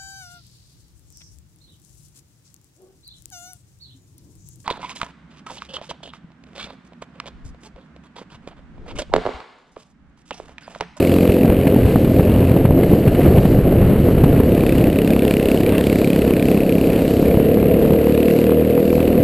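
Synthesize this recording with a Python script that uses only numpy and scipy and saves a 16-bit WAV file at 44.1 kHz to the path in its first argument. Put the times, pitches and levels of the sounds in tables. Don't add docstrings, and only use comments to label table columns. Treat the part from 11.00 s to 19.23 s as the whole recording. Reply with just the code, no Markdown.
import sys
import numpy as np
from scipy import signal
from scipy.fft import rfft, irfft, next_fast_len
from scipy.io import wavfile
from scipy.ndimage import uniform_filter1d

SR = 44100
rng = np.random.default_rng(int(sys.argv[2]) if len(sys.argv) > 2 else 0)


def materialize(psi):
    bounded = np.clip(np.atleast_2d(psi).T, -1, 1)
    quanta = np.round(bounded * 32767).astype(np.int16)
    wavfile.write(sys.argv[1], SR, quanta)


def voltage_ratio(decibels):
    exponent = np.asarray(decibels, float) / 20
    return 10 ** exponent


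N = 362943
T_S = np.arange(N) / SR

# time_s, firing_hz
OWN_SPEED = [(0.0, 43.85), (0.78, 45.3), (1.33, 45.47), (1.63, 43.76), (1.93, 41.42), (3.41, 34.86),
             (3.655, 34.63), (3.75, 33.83), (4.25, 34.36), (4.345, 33.87), (4.935, 34.05), (5.095, 34.54),
             (5.47, 33.5), (6.03, 33.81), (6.47, 34.87), (7.185, 37.46), (8.23, 40.61)]
# time_s, burn_db
THROTTLE = [(0, -0.5), (.45, -5.5), (.6, -10), (1, -15), (1.5, -8.5), (1.8, -29), (3.3, -18), (3.6, -3),
            (3.69, 1), (3.9, -5), (4.1, -0.5), (5.1, -0.5), (5.9, -5.5), (6.8, -9.5), (7.3, -2.5),
            (7.7, -10), (8, -4.5), (8.23, -8.5)]
# freq_hz, level_db
OWN_PULSE = [(30, -26), (70, -13), (140, -8), (175, -1), (265, 1), (320, -3), (400, -7), (480, -13),
             (600, -23), (800, -35), (1200, -55)]
# freq_hz, level_db
OUTLET = [(700, -30), (1500, -7), (2200, 0), (2700, -1), (3200, -6), (4000, -8.5), (6000, -21)]
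# freq_hz, level_db
HISS = [(2500, -27), (3500, -8.5), (4200, -2.5), (4900, -5.5), (5150, -11), (6000, -8)]

# time_s, firing_hz
RIVAL_SPEED = [(0.0, 44.55), (1.0, 46.55), (1.22, 46.51), (2.0, 43.72), (3.12, 39.09), (3.97, 36.16),
               (4.34, 34.26), (4.63, 35.16), (4.97, 35.07), (5.34, 36.37), (5.63, 35.07), (6.2, 35.9),
               (7.03, 37.89), (8.23, 41.98)]
# time_s, level_db
RIVAL_LEVEL = [
    (0, -3),
    (.4, -2),
    (1.2, -4.5),
    (1.7, -14),
    (3.8, -14),
    (4.4, -6),
    (6.2, -2),
    (6.6, 1.5),
    (7.6, 1.5),
    (8.23, -1),
]
# freq_hz, peak_db
RIVAL_PULSE = [(40, -50), (75, -28), (110, -33), (180, -27), (250, -31), (380, -32), (440, -25),
               (485, -22.5), (530, -26), (580, -37), (700, -44), (900, -60)]
RIVAL_PIPE = {9: 6, 10: -5, 11: 2, 12: 5, 13: 1.5, 17: 6, 18: 5}

# start_s, thud_db, thud_hz, rattle_db
BUMPS = [(0.163, -18, 384, -39), (0.289, -4.5, 91, -28), (0.446, 4, 190, -29), (0.493, -7, 64, -38),
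         (0.669, 3, 182, -17), (0.739, -1.5, 229, -33), (0.761, 1, 220, -28), (0.957, 7.5, 206, -30),
         (1.045, -1, 237, -26), (1.193, 6.5, 149, -20), (1.511, 1, 134, -21), (1.563, 2, 258, -27),
         (1.651, 2, 204, -20), (1.706, 2, 206, -47), (1.831, 0, 337, -19), (1.892, -7, 117, -28),
         (1.932, 1.5, 138, -22.5), (2.075, 3, 119, -16.5), (2.147, -8, 232, -24), (2.28, -6, 80, -25),
         (2.38, 3.5, 105, -19), (2.452, 5, 194, -20.5), (2.587, 3.5, 174, -26.5), (3, -1, 207, -42),
         (3.085, 0.5, 277, -35), (3.179, -6, 83.4, -24), (3.237, 7.5, 127, -14), (3.4, -2, 286, -27),
         (6.371, 4.5, 179, -38), (6.93, -7, 188, -29)]
# time_s, shake_db
SHAKE = [(0, -8), (.3, -12.5), (.45, -6.5), (1.4, -5.5), (2.1, -3), (2.3, 2), (3.4, 0), (3.6, -4),
         (3.95, -6), (4.35, -11), (5.7, -11), (6.2, -9.5), (6.9, -9.5), (7.2, -28), (7.7, -35),
         (8.23, -6.5)]
# centre_s, extra_rumble_db, extra_rattle_db
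SHUDDERS = [(0, -3, 3), (.87, 8, 3.5), (1.19, 2, -0.5), (1.36, 6.5, 2.5), (1.7, 6, -2), (2.25, 2.5, 3.5),
            (2.86, 3, 2.5), (3.37, 4, 2.5), (3.78, 3.5, 1.5), (4.51, 2, 0.5), (4.74, 3, 5), (5.29, 4, 1),
            (5.98, 2, 2.5), (6.28, 4, 1.5), (6.9, 6.5, 1), (7.97, 10, -1)]
# freq_hz, level_db
RUMBLE = [(15, -2), (30, 6.5), (70, 12), (125, 14), (200, 2), (400, -71), (6000, -56)]
# freq_hz, level_db
ROAR = [(60, -70), (140, 0.5), (250, 2), (350, -1), (450, -13.5), (600, -16.5), (850, -26), (1100, -56),
        (6000, -56)]
# freq_hz, level_db
HOLLOW = [(250, -16), (400, -1.5), (510, -1), (570, -6), (680, -8.5), (800, -22), (1000, -55), (6000, -56)]
# freq_hz, level_db
RATTLE = [(500, 0), (900, 0), (1300, -5), (2000, -4), (2400, -5.5), (2900, -4), (3300, -12), (4500, -19),
          (5200, -38), (6000, -56)]
# freq_hz, level_db
KNOCK = [(600, -5.5), (900, -7), (1300, -8), (1900, -13.5), (3000, -27), (6000, -69)]

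OWN_START_CYCLES, RIVAL_START_CYCLES = -.25, -.38


def evened(x):
    return x / np.sqrt(np.mean(x ** 2) + 1e-20)


def curves(rows):
    time_s, *columns = np.transpose(rows)
    return [np.interp(T_S, time_s, column) for column in columns]


def colour(x, points):
    size = next_fast_len(N + 8192)
    freq_hz, level_db = np.transpose(points)
    bins_hz = np.fft.rfftfreq(size, 1 / SR)
    gain = voltage_ratio(np.interp(np.log(bins_hz + 1), np.log(freq_hz + 1), level_db))
    return evened(irfft(rfft(x, size) * gain, size)[:N])


def noise(points):
    return colour(rng.standard_normal(N), points)


def lumps(rate_hz):
    size = max(int(SR / rate_hz / 2), 1)
    smooth = uniform_filter1d(rng.standard_normal(N), size)
    return evened(uniform_filter1d(smooth, size))


def firings(speed, start_cycles):
    cycles = start_cycles + np.cumsum(curves(speed)[0]) / SR
    return np.interp(np.arange(0, int(cycles[-1]) + 1), cycles, T_S)


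def clicks(time_s, size):
    at = np.clip(np.round(time_s * SR).astype(int), 0, N - 1)
    return np.bincount(at, size, N)


def cracks(fire_s, chance, pitch_hz, spread, lead_s, rise_s, fall_s, spread_db):
    before, after = 200, 500
    t = np.arange(-before, after) / SR
    shape = np.where(t < 0, np.exp(-(t / rise_s) ** 2), np.exp(-t / fall_s))
    puff_hz = pitch_hz * np.exp(spread * chance[:, :1])
    whistle = np.cos(2 * np.pi * puff_hz * t)
    breath = 2.87 * rng.standard_normal((len(fire_s), len(t)))
    puffs = (whistle + breath) * shape * voltage_ratio(spread_db * chance[:, 1:2])
    first = np.round((fire_s - lead_s) * SR).astype(int)
    at = np.clip(first[:, None] + np.arange(before + after), 0, None)
    train = np.bincount(at.ravel(), puffs.ravel(), N + before)
    return colour(train[before:N + before], OUTLET)


def limping(fire_s, firing_hz, chance):
    pull_s, pull_hz_per_s = .9, .8
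    gain_hz_per_s = uniform_filter1d(np.gradient(firing_hz) * SR, round(pull_s * SR), mode="nearest")
    limp_ms = np.interp(gain_hz_per_s / pull_hz_per_s, [.5, 1.5], [.13, .04])
    limp = (-1.) ** np.arange(len(fire_s)) - .4 * chance
    return fire_s - np.interp(fire_s, T_S, limp_ms) / 1000 * limp


def own_engine():
    burn_db, firing_hz = curves(THROTTLE)[0], curves(OWN_SPEED)[0]
    fire_s = firings(OWN_SPEED, OWN_START_CYCLES)
    chance = rng.standard_normal((len(fire_s), 4))
    fire_s = limping(fire_s, firing_hz, chance[:, 2])

    thump_db = -16 + np.clip(.4 * (burn_db + 6), -11, 0)
    thump = colour(clicks(fire_s, voltage_ratio(1.3 * chance[:, 3])), OWN_PULSE)

    crack_db = -32.5 + burn_db
    crack = cracks(fire_s, chance, pitch_hz=2600, spread=.07, lead_s=.0013, rise_s=.0011, fall_s=.002, spread_db=1.8)

    hum_db = -39 + 1.3 * (firing_hz - 34) + .3 * burn_db
    hum = np.sqrt(2) * np.cos(4 * np.pi * (OWN_START_CYCLES + np.cumsum(firing_hz) / SR))

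    hiss_db = -40.5 + .29 * np.maximum(burn_db, -14) + 2.6 * lumps(3.4)
    hiss = colour(rng.standard_normal(N) * voltage_ratio(1.3 * lumps(70)), HISS)
    return voltage_ratio(thump_db) * thump + voltage_ratio(crack_db) * crack + voltage_ratio(hum_db) * hum + voltage_ratio(hiss_db) * hiss


def rival_engine():
    firing_hz = curves(RIVAL_SPEED)[0]
    cycles = RIVAL_START_CYCLES + np.cumsum(firing_hz) / SR
    freq_hz, peak_db = np.transpose(RIVAL_PULSE)
    drone = np.zeros(N)
    for k in range(1, 21):
        level_db = np.interp(np.log(k * firing_hz), np.log(freq_hz), peak_db)
        level_db = level_db + RIVAL_PIPE.get(k, 0) + 1.3 * lumps(9)
        phase_cycles = rng.random() * (k > 6)
        drone += voltage_ratio(level_db) * np.cos(2 * np.pi * (k * cycles + phase_cycles))
    fire_s = firings(RIVAL_SPEED, RIVAL_START_CYCLES)
    chance = rng.standard_normal((len(fire_s), 2))
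    crack = cracks(fire_s, chance, pitch_hz=2400, spread=.2, lead_s=.0028, rise_s=.001, fall_s=.002, spread_db=2.5)
    return voltage_ratio(curves(RIVAL_LEVEL)[0]) * (drone + voltage_ratio(-47) * crack)


def bumps():
    t = np.arange(2200) / SR
    thuds, shakes = np.zeros(N + len(t)), np.zeros(N + len(t))
    for start_s, thud_db, thud_hz, rattle_db in BUMPS:
        first = round(start_s * SR)
        part = slice(first, first + len(t))
        swing = t * thud_hz / 0.82
        envelope = np.e * swing * np.exp(-swing ** 2.8)
        thuds[part] -= voltage_ratio(thud_db - 1) * envelope * np.sin(2 * np.pi * thud_hz * t)
        shakes[part] += voltage_ratio(rattle_db - 4.0) * (t / 0.0027) * np.exp(1 - t / 0.0031)
    return thuds[:N] + shakes[:N] * noise(RATTLE)


def shaking():
    shake_db = curves(SHAKE)[0]
    centre_s, *extra_db = np.transpose(SHUDDERS)
    shudder_s = 0.075
    shudder = np.exp(-((T_S - centre_s[:, None]) / shudder_s) ** 2)
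    extra_rumble_db, extra_rattle_db = np.array(extra_db) @ shudder
    gust = lumps(23.3) * (1 + .045 * shake_db)

    rumble_db = -16 + shake_db + extra_rumble_db + 0.33 * lumps(19.0)
    roar_db = -16.5 + .45 * shake_db + 2.4 * gust
    hollow_db = -20.5 + 0.083 * shake_db + 2.0 * gust
    rattle_db = -34.5 + 0.045 * shake_db + extra_rattle_db
    knock_db = -38.5 + shake_db + extra_rattle_db

    grit = rng.standard_normal(N) * voltage_ratio(2.4 * lumps(162) + 0.8 * gust)
    wind = voltage_ratio(roar_db) * noise(ROAR) + voltage_ratio(hollow_db) * noise(HOLLOW)
    loose = voltage_ratio(rattle_db) * colour(grit, RATTLE) + voltage_ratio(knock_db) * colour(grit[::-1], KNOCK)
    return voltage_ratio(rumble_db) * noise(RUMBLE) + wind + loose


def scene():
    return np.tile(own_engine() + rival_engine() + bumps() + shaking(), (2, 1))


def low_pass(x):
    return signal.sosfilt(signal.butter(12, 16490, fs=SR, output="sos"), x)


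def record(dry):
    ceiling, hold = .72, 4
    up, down = 40, 147
    slow = signal.resample_poly(dry, up, down, axis=1)
    slow = slow / (1 + abs(slow / ceiling) ** 14) ** (1 / 14)
    held = np.repeat(slow, hold, axis=1)
    out = signal.resample_poly(held, down, up * hold, axis=1)[:, :N]
    lowpass = signal.firwin(255, 15450, window=("kaiser", 8), fs=SR)
    out = signal.oaconvolve(out, lowpass[None], "same")
    steps = rng.standard_normal(N // 441 + 1).repeat(441)[:N]
    drift = voltage_ratio(-24.5) * np.maximum(lumps(40) - 1.1, 0) * steps
    out = np.clip(out * (1 + np.outer([1, -1], drift)), -ceiling, ceiling)
    return low_pass(out)


dry = scene()
out = record(dry)
materialize(out)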